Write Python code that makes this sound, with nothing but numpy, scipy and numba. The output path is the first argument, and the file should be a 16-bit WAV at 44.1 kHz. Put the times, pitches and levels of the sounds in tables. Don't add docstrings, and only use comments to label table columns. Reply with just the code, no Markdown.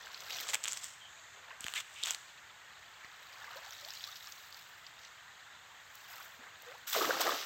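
import sys
import numpy as np
from scipy import signal
from scipy.fft import rfft, irfft
from scipy.io import wavfile
from scipy.ndimage import uniform_filter1d
from numba import njit

SR = 44100
rng = np.random.default_rng(int(sys.argv[2]) if len(sys.argv) > 2 else 0)


def unload_wav(signal):
    wavfile.write(
        sys.argv[1],
        SR,
        np.round(np.clip(np.atleast_2d(signal).T, -1, 1) * 32767).astype(np.int16),
    )


N = 328545
TIME = np.arange(N) / SR

# [peak t/s, rise/s, fall/s, slosh level/dB, deep surge level/dB]; 20 dB per rise or fall
STRIDES = [(.06, 0.41, 0.27, -54.5, -71), (.42, 0.45, 0.26, -49.5, -54.5), (1.38, 0.043, 0.076, -57, -59),
           (1.5, 0.1, 0.12, -51, -63.5), (3.06, 0.11, 0.098, -54, -74), (3.55, 0.54, 0.44, -49.5, -66),
           (5.73, .15, 0.072, -63, -88), (6.19, .3, 0.19, -51.5, -75), (6.44, 0.1, 0.13, -54, -62),
           (6.72, 0.17, 0.087, -52.5, -58)]
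# [peak t/s, rise/s, fall/s, dripping level/dB, fine spray level/dB]; 20 dB per rise or fall
NET_MOVES = [(.06, 0.41, 0.23, -55, -70), (.395, 0.3, 0.097, -42, -53), (3.95, 1, 0.76, -51, -61),
             (4.3, 0.62, 0.89, -62, -63.5), (5.04, 0.094, 0.14, -56.5, -86), (6.17, 0.36, 0.27, -56.5, -58),
             (6.66, 0.21, .45, -63, -68.5)]
# [t/s, level/dB, starting f/Hz]
DROPS = [(0.0704, -37.5, 1550), (.1451, -28.5, 4160), (0.3227, -31, 3850), (0.3857, -27, 3200),
         (3.046, -37, 1910), (3.4435, -35.5, 1640), (3.708, -35.5, 6200), (3.849, -33, 4270),
         (3.906, -30.5, 5100), (3.9365, -33, 6600), (4.0077, -34.5, 3370), (4.0402, -25, 3960),
         (4.2722, -33, 5330), (4.323, -33, 6400), (4.5262, -36.5, 4530), (4.545, -35.5, 4680),
         (4.8664, -35, 4700)]
# [t/s, peak level/dB]
NET_TICKS = [(0.408, -27), (5.954, -34.5), (6.621, -39), (7.29, -28)]
# [peak t/s, rise/s, fall/s, level/dB]
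SETTLING = [(.48, .1, 0.079, -45), (.84, 0.12, 0.16, -47.5), (2.04, 0.33, 0.22, -54)]
# [t/s, hold/s, rustle level/dB, dry crackle level over the rustle/dB]
CRUNCHES = [(.486, .02, -39, -1), (.506, .028, -49, -1), (0.532, 0.012, -31, -12), (0.629, 0.16, -52, 5.5),
            (1.607, 0.12, -50, -8), (1.741, 0.065, -42.5, -4.5), (2.045, 0.074, -39.5, -5.5),
            (2.12, 0.031, -47, -4)]
# [t/s, level/dB, f/Hz]
SNAPS = [(.494, -24, 6650), (0.5451, -16, 7340), (0.5537, -21.5, 2270), (0.6396, -22.5, 7100),
         (0.656, -22.5, 3350), (.6833, -22, 7040), (.7223, -25, 7400), (.732, -22.5, 7500),
         (0.7737, -25, 5640), (.843, -25, 7300), (1.6074, -29, 7000), (1.6425, -27, 3140),
         (1.6658, -29, 1760), (1.683, -24.5, 2920), (1.7379, -23, 3060), (2.0361, -17, 3730),
         (2.0584, -26, 7200), (2.1078, -18, 6700), (2.1255, -27.5, 7820), (2.1474, -24, 4150)]
# [t/s, length/s,
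# level/dB, centre f/Hz, width/Hz]
SWISHES = [(.99, 0.107, -57.5, 3160, 230), (1.02, 0.44, -64, 6940, 1100), (1.75, 0.049, -37.5, 2540, 1600),
           (1.94, 0.11, -51, 2770, 1200), (2.026, 0.024, -37, 3370, 860)]
# [t/s, peak level/dB]
FOOTFALLS = [(1.61, -50), (1.648, -40), (3.047, -49)]
# [t/s, starting f/Hz, length/s, level/dB]
GULPS = [(1.483, 888, 0.045, -53), (3.558, 534, 0.023, -47), (3.667, 760, 0.017, -48),
         (3.822, 574, 0.092, -54.5), (4.066, 1150, .048, -51), (4.266, 1176, .034, -52.5),
         (5.695, 900, .05, -57), (6.389, 235, 0.031, -56.5), (6.66, 482, .125, -51.5)]
# [t/s, spray level/dB, finest spray level/dB]
TOUCHDOWNS = [(6.867, -46, -45.5), (6.922, -38, -44.5), (7.19, -40, -48)]
# [t/s, length/s, level/dB]
SLAPS = [(6.929, 0.0062, -39.5), (7.204, 0.02, -38.5)]
# [t/s, hold/s, level/dB]
PLUNGES = [(6.947, 0.096, -34), (7.079, 0.049, -34.5), (7.191, 0.057, -38), (7.252, 0.046, -33.5)]
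# [t/s, level/dB, starting f/Hz]
SINKERS = [(6.9487, -18, 1160), (6.9626, -20, 606), (6.9715, -23.5, 450), (7.0157, -19, 1220),
           (7.0459, -19, 1180), (7.0941, -19, 504), (7.1072, -14.5, 1480), (7.1687, -27, 810),
           (7.2059, -23, 723), (7.2646, -20, 744), (7.2772, -23, 664), (7.2923, -17.5, 1170)]

# [f/Hz, level/dB]
STREAM = [(25, -22), (65, -4.5), (110, -2.5), (250, -14), (420, -11), (800, -4), (1800, 1.5), (2400, -5.5),
          (3600, -5.5), (5600, -16), (6800, -8.5), (9500, -17.5), (15500, -37)]
# [f/Hz, level/dB]
SLOSH = [(200, -17), (450, -18), (750, 0), (1500, 4), (2400, -3), (5000, -2.5)]
# [f/Hz, level/dB]
SURGE = [(120, -10), (220, -20.5), (450, 6), (700, 7), (1200, -18)]
# [f/Hz, level/dB]
DRIPPING = [(700, -19), (1800, -5), (3800, 4.5), (6000, -2), (8000, -10.5), (14000, -26)]
# [f/Hz, level/dB]
MIST = [(3000, -11.5), (7000, -3.5), (12500, -2.5), (16000, -4)]
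# [f/Hz, level/dB]
SPLASH = [(150, -39), (500, -16), (1300, 3), (2400, -0.5), (3600, 3.5), (6000, -2.5), (8000, -11.5),
          (14000, -20)]
# [f/Hz, level/dB]
CHURN = [(120, -14), (220, -12.5), (330, 1), (500, 0.5), (900, -1), (1300, -1), (2000, -8.5), (3500, -16)]
# [f/Hz, level/dB]
LEAVES = [(150, -34), (450, -15.5), (1400, 0), (2200, -3), (3300, 3), (4200, -5.5), (5500, -9.5),
          (9000, -3.5), (16000, 2)]
# [f/Hz, level/dB]
STALKS = [(500, -19), (3000, -15), (5400, -5), (7400, -0.5), (8500, -1.5), (10500, -8.5), (13000, -21),
          (16000, -21)]
# [f/Hz, level/dB]
GRASS = [(50, -55), (200, -44), (450, -21), (1400, -8.5), (3300, -5.5), (5200, -17), (7400, -0.5),
         (8500, -4), (10500, -7), (13000, -21), (16000, -28)]
# [f/Hz, level/dB]
MICROPHONE = [(20, -20), (60, -3), (8000, 0), (9300, -15.5), (10700, -13.5), (12400, 0), (16000, 1)]

STREAM_DB = -56.5
WHINE_DB, WHINE_HZ = -78, 14593
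FAT_DROPS_DB = -7
SMALL_SNAPS_DB = -1
CRUNCH_ATTACK_S, CRUNCH_FALL_S = 0.0039, 0.019
GULP_RISE_OCTAVES_PER_S = 17
TOUCH_ATTACK_S = 0.008
SPRAY_HOLD_S, SPRAY_FALL_S = 0.043, 0.81
MIST_HOLD_S, MIST_FALL_S = 0.02, 0.43
PLUNGE_ATTACK_S, PLUNGE_FALL_S = 0.012, 0.11
DEEP_LAG_S, DEEP_DB = 0.034, -10.5
TOP_HZ = 15900


def undb(db):
    return 10 ** (np.asarray(db) / 20)


def unit(x):
    return x / np.sqrt(np.mean(x ** 2) + 1e-18)


def add(out, s, x):
    i = max(int(s * SR), 0)
    out[i:i + len(x)] += x[:max(N - i, 0)]


def colour(x, points):
    hz, db = np.transpose(points)
    size = 2048
    grid = np.maximum(np.fft.rfftfreq(size, 1 / SR), 1)
    response = undb(np.interp(np.log(grid), np.log(hz), db))
    cepstrum = irfft(np.log(response))
    cepstrum[1:size // 2] *= 2
    cepstrum[size // 2 + 1:] = 0
    impulse = irfft(np.exp(rfft(cepstrum)))
    return signal.fftconvolve(x, impulse)[:len(x)]


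def flutter(per_s, depth_db):
    hold = max(int(SR / per_s), 50)
    steps = rng.standard_normal(N // 50 + 1)[np.arange(N) // hold]
    return unit(undb(depth_db * uniform_filter1d(steps, hold // 3)))


def swells(rows):
    power = 0
    for s, rise, fall, db in rows:
        below_db = 20 * np.maximum((s - TIME) / rise, (TIME - s) / fall)
        power = power + undb(db - np.minimum(below_db, 100)) ** 2
    return np.sqrt(power)


def impacts(rows, attack_s, fall_s):
    power = 0
    for s, hold, db in rows:
        attack = np.clip((TIME - s) / attack_s, 0, 1)
        below_db = 20 * np.clip((TIME - s - hold) / fall_s, 0, 10)
        power = power + (attack * undb(db - below_db)) ** 2
    return np.sqrt(power)


def bursts(table, edge):
    gain = np.zeros(N)
    for s, length, db in table:
        window = signal.windows.tukey(max(int(length * SR), 8), min(edge, 1))
        add(gain, s, undb(db) * window)
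    return gain


@njit
def ring(starts, hz, cycles, size, rise):
    out = np.zeros(N)
    for k in range(len(starts)):
        first = int(starts[k] * SR)
        count = int(cycles[k] * SR / hz[k]) + 2
        gain, fade, phase = size[k], np.exp(-5.75 / count), 0.
        for i in range(min(count, N - first)):
            phase += 2 * np.pi * hz[k] * (1 + rise * i / count) / SR
            out[first + i] += gain * np.sin(phase)
            gain *= fade
    return out


def swarm(per_s, low_hz, high_hz, cycles, spread_db, rise, spectrum):
    when, pitch, life, size = rng.random((int(per_s * N / SR), 4)).T
    hz = low_hz * (min(high_hz, .4 * SR) / low_hz) ** pitch
    height = undb(-spread_db * np.log(0.012 + size)) * hz
    rings = ring(when * N / SR, hz, cycles * (.5 + life), height, rise)
    return unit(colour(rings, spectrum))


def pop(hz, cycles, rise, attack):
    turn = np.arange(int(cycles * SR / hz) + 8) * hz / SR
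    tone = np.sin(2 * np.pi * turn * (1 + rise * turn / cycles / 2))
    decay = np.exp(-np.log(300) * turn / cycles)
    wave = tone * decay * (1 - np.exp(-turn / attack))
    return wave / np.abs(wave).max()


def tick(decay_s, spectrum):
    t = TIME[:2048]
    wave = colour(rng.standard_normal(len(t)) * np.exp(-t / decay_s), spectrum)
    return wave / np.abs(wave).max()


def stream():
    wash = unit(colour(rng.standard_normal(N), STREAM))
    babble = swarm(per_s=600, low_hz=591, high_hz=4610, cycles=58.5, spread_db=1.0, rise=0.304, spectrum=STREAM)
    babble = babble * undb(-2.5) * flutter(per_s=30, depth_db=1.3)
    return undb(STREAM_DB) * (wash + babble)


def whine():
    return undb(WHINE_DB) * unit(np.sin(2 * np.pi * WHINE_HZ * TIME))


def wading():
    slosh = swarm(per_s=750, low_hz=444.5, high_hz=3030, cycles=34, spread_db=3.5, rise=0.26, spectrum=SLOSH)
    surge = swarm(per_s=450, low_hz=195.5, high_hz=1120, cycles=13, spread_db=4, rise=0.37, spectrum=SURGE)
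    strides = np.array(STRIDES)
    legs = slosh * swells(strides[:, :4])
    legs += surge * swells(np.delete(strides, 3, axis=1))

    drips = swarm(per_s=1400, low_hz=1103, high_hz=9070, cycles=38, spread_db=2.5, rise=0.27, spectrum=DRIPPING)
    fat_drops = swarm(per_s=50, low_hz=1896, high_hz=6850, cycles=58, spread_db=3, rise=0.15, spectrum=DRIPPING)
    patter = swarm(per_s=1500, low_hz=1090, high_hz=8800, cycles=5.5, spread_db=8, rise=0, spectrum=DRIPPING)
    hard_drops = swarm(per_s=45, low_hz=2530, high_hz=9100, cycles=6.6, spread_db=1.5, rise=0, spectrum=DRIPPING)
    mist = swarm(per_s=2400, low_hz=5030, high_hz=17100, cycles=5.9, spread_db=2.0, rise=0, spectrum=MIST)
    moves = np.array(NET_MOVES)
    dripping = drips * undb(-2.0) + patter * undb(-6.0) + (fat_drops + hard_drops) * undb(FAT_DROPS_DB)
    runoff = dripping * swells(moves[:, :4])
    runoff += mist * swells(np.delete(moves, 3, axis=1)) * undb(5.0)
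    return legs + runoff * flutter(per_s=90, depth_db=2.5)


def banks(x, t60_s, onset_s):
    t = TIME[:SR // 2]
    tail = rng.standard_normal(len(t)) * undb(-60 * t / t60_s) * np.minimum(t / onset_s, 1)
    tail = colour(tail, [(200, -1.1), (2000, -0.67), (9000, -0.16)])
    return signal.fftconvolve(x, tail / np.linalg.norm(tail))[:N]


def drops():
    out = np.zeros(N)
    for s, db, hz in DROPS:
        add(out, s, undb(db - 11.0) * tick(0.0059, DRIPPING))
        add(out, s, undb(db - 1.0) * pop(hz, cycles=22, rise=0.077, attack=0.32))
    for s, db in NET_TICKS:
        add(out, s, undb(db) * tick(0.002, MIST))
    return out


def grass():
    rustle = swarm(per_s=4000, low_hz=493, high_hz=8740, cycles=9.3, spread_db=1.0, rise=0, spectrum=LEAVES)
    crackle = swarm(per_s=1800, low_hz=3060, high_hz=13600, cycles=2.1, spread_db=2.5, rise=0, spectrum=STALKS)
    small_snaps = swarm(per_s=51, low_hz=2560, high_hz=8500, cycles=1.6, spread_db=4.0, rise=0, spectrum=GRASS)
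    leaf_rows = [row[:3] for row in CRUNCHES]
    stalk_rows = [(s, hold, db + dry_db) for s, hold, db, dry_db in CRUNCHES]
    leaf_gain = impacts(leaf_rows, CRUNCH_ATTACK_S, CRUNCH_FALL_S)
    stalk_gain = impacts(stalk_rows, CRUNCH_ATTACK_S, CRUNCH_FALL_S)
    settling = swells(SETTLING)
    out = rustle * np.hypot(leaf_gain, settling * undb(-3))
    out += crackle * np.hypot(stalk_gain, settling)
    out *= flutter(per_s=100, depth_db=2.0)
    out += small_snaps * stalk_gain * undb(SMALL_SNAPS_DB)
    for s, length, db, hz, width in SWISHES:
        band = signal.butter(2, [hz - width / 2, hz + width / 2], "band", fs=SR, output="sos")
        swish = unit(signal.sosfilt(band, rng.standard_normal(N)))
        out += swish * bursts([(s, length, db)], edge=0.49)
    for s, db, hz in SNAPS:
        add(out, s, undb(db + 1.5) * tick(0.0004, GRASS))
        add(out, s, undb(db - 0.5) * pop(hz, cycles=9.7, rise=0, attack=0.29))
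    for s, db in FOOTFALLS:
        add(out, s, undb(db) * pop(hz=164, cycles=0.66, rise=0, attack=0.15))
    return out


def gulps():
    out = np.zeros(N)
    for s, hz, length, db in GULPS:
        age = np.linspace(0, 1, int(length * SR))
        octaves = GULP_RISE_OCTAVES_PER_S * length * age ** 3
        phase = 2 * np.pi * np.cumsum(hz * 2 ** octaves) / SR
        swell = np.minimum(age / .07, 1) * (1 - age ** 4)
        add(out, s, undb(db) * np.sin(phase) * swell)
    return out * flutter(per_s=180, depth_db=3.5)


def landing():
    spray = swarm(per_s=6000, low_hz=517, high_hz=12600, cycles=6.9, spread_db=0.5, rise=0.16, spectrum=SPLASH)
    mist = swarm(per_s=8100, low_hz=4740, high_hz=16000, cycles=17, spread_db=3.0, rise=0, spectrum=MIST)
    spray_rows = [(s, SPRAY_HOLD_S, db) for s, db, _ in TOUCHDOWNS]
    mist_rows = [(s, MIST_HOLD_S, db) for s, _, db in TOUCHDOWNS]
    out = spray * impacts(spray_rows, TOUCH_ATTACK_S, SPRAY_FALL_S) * undb(1.6)
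    out += mist * impacts(mist_rows, TOUCH_ATTACK_S, MIST_FALL_S) * undb(4.5)
    out += (spray + undb(4) * mist) * bursts(SLAPS, edge=0.69)

    churn = swarm(per_s=700, low_hz=335, high_hz=1980, cycles=16.4, spread_db=2.5, rise=0.29, spectrum=CHURN)
    deep = swarm(per_s=300, low_hz=205, high_hz=352, cycles=9.8, spread_db=0, rise=0.15, spectrum=CHURN)
    deep_rows = [(s + DEEP_LAG_S, hold, db + DEEP_DB) for s, hold, db in PLUNGES]
    out += churn * impacts(PLUNGES, PLUNGE_ATTACK_S, PLUNGE_FALL_S)
    out += deep * impacts(deep_rows, attack_s=0.018, fall_s=0.045)
    for s, db, hz in SINKERS:
        add(out, s, undb(db - 4.5) * pop(hz, cycles=18.0, rise=0.084, attack=0.54))
    return signal.sosfilt(signal.butter(1, 170, "high", fs=SR, output="sos"), out)


def scene():
    water = wading() + gulps() + drops() + landing()
    steps = grass()
    echo = banks(undb(-13) * water + undb(-16.5) * steps, t60_s=0.95, onset_s=0.0069)
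    return (water + steps + echo + stream() + whine())[None]


def record(dry):
    heard = colour(dry[0], MICROPHONE)
    return signal.sosfilt(signal.ellip(10, .2, 70, TOP_HZ, fs=SR, output="sos"), heard)[None]


dry = scene()
out = record(dry)
unload_wav(out)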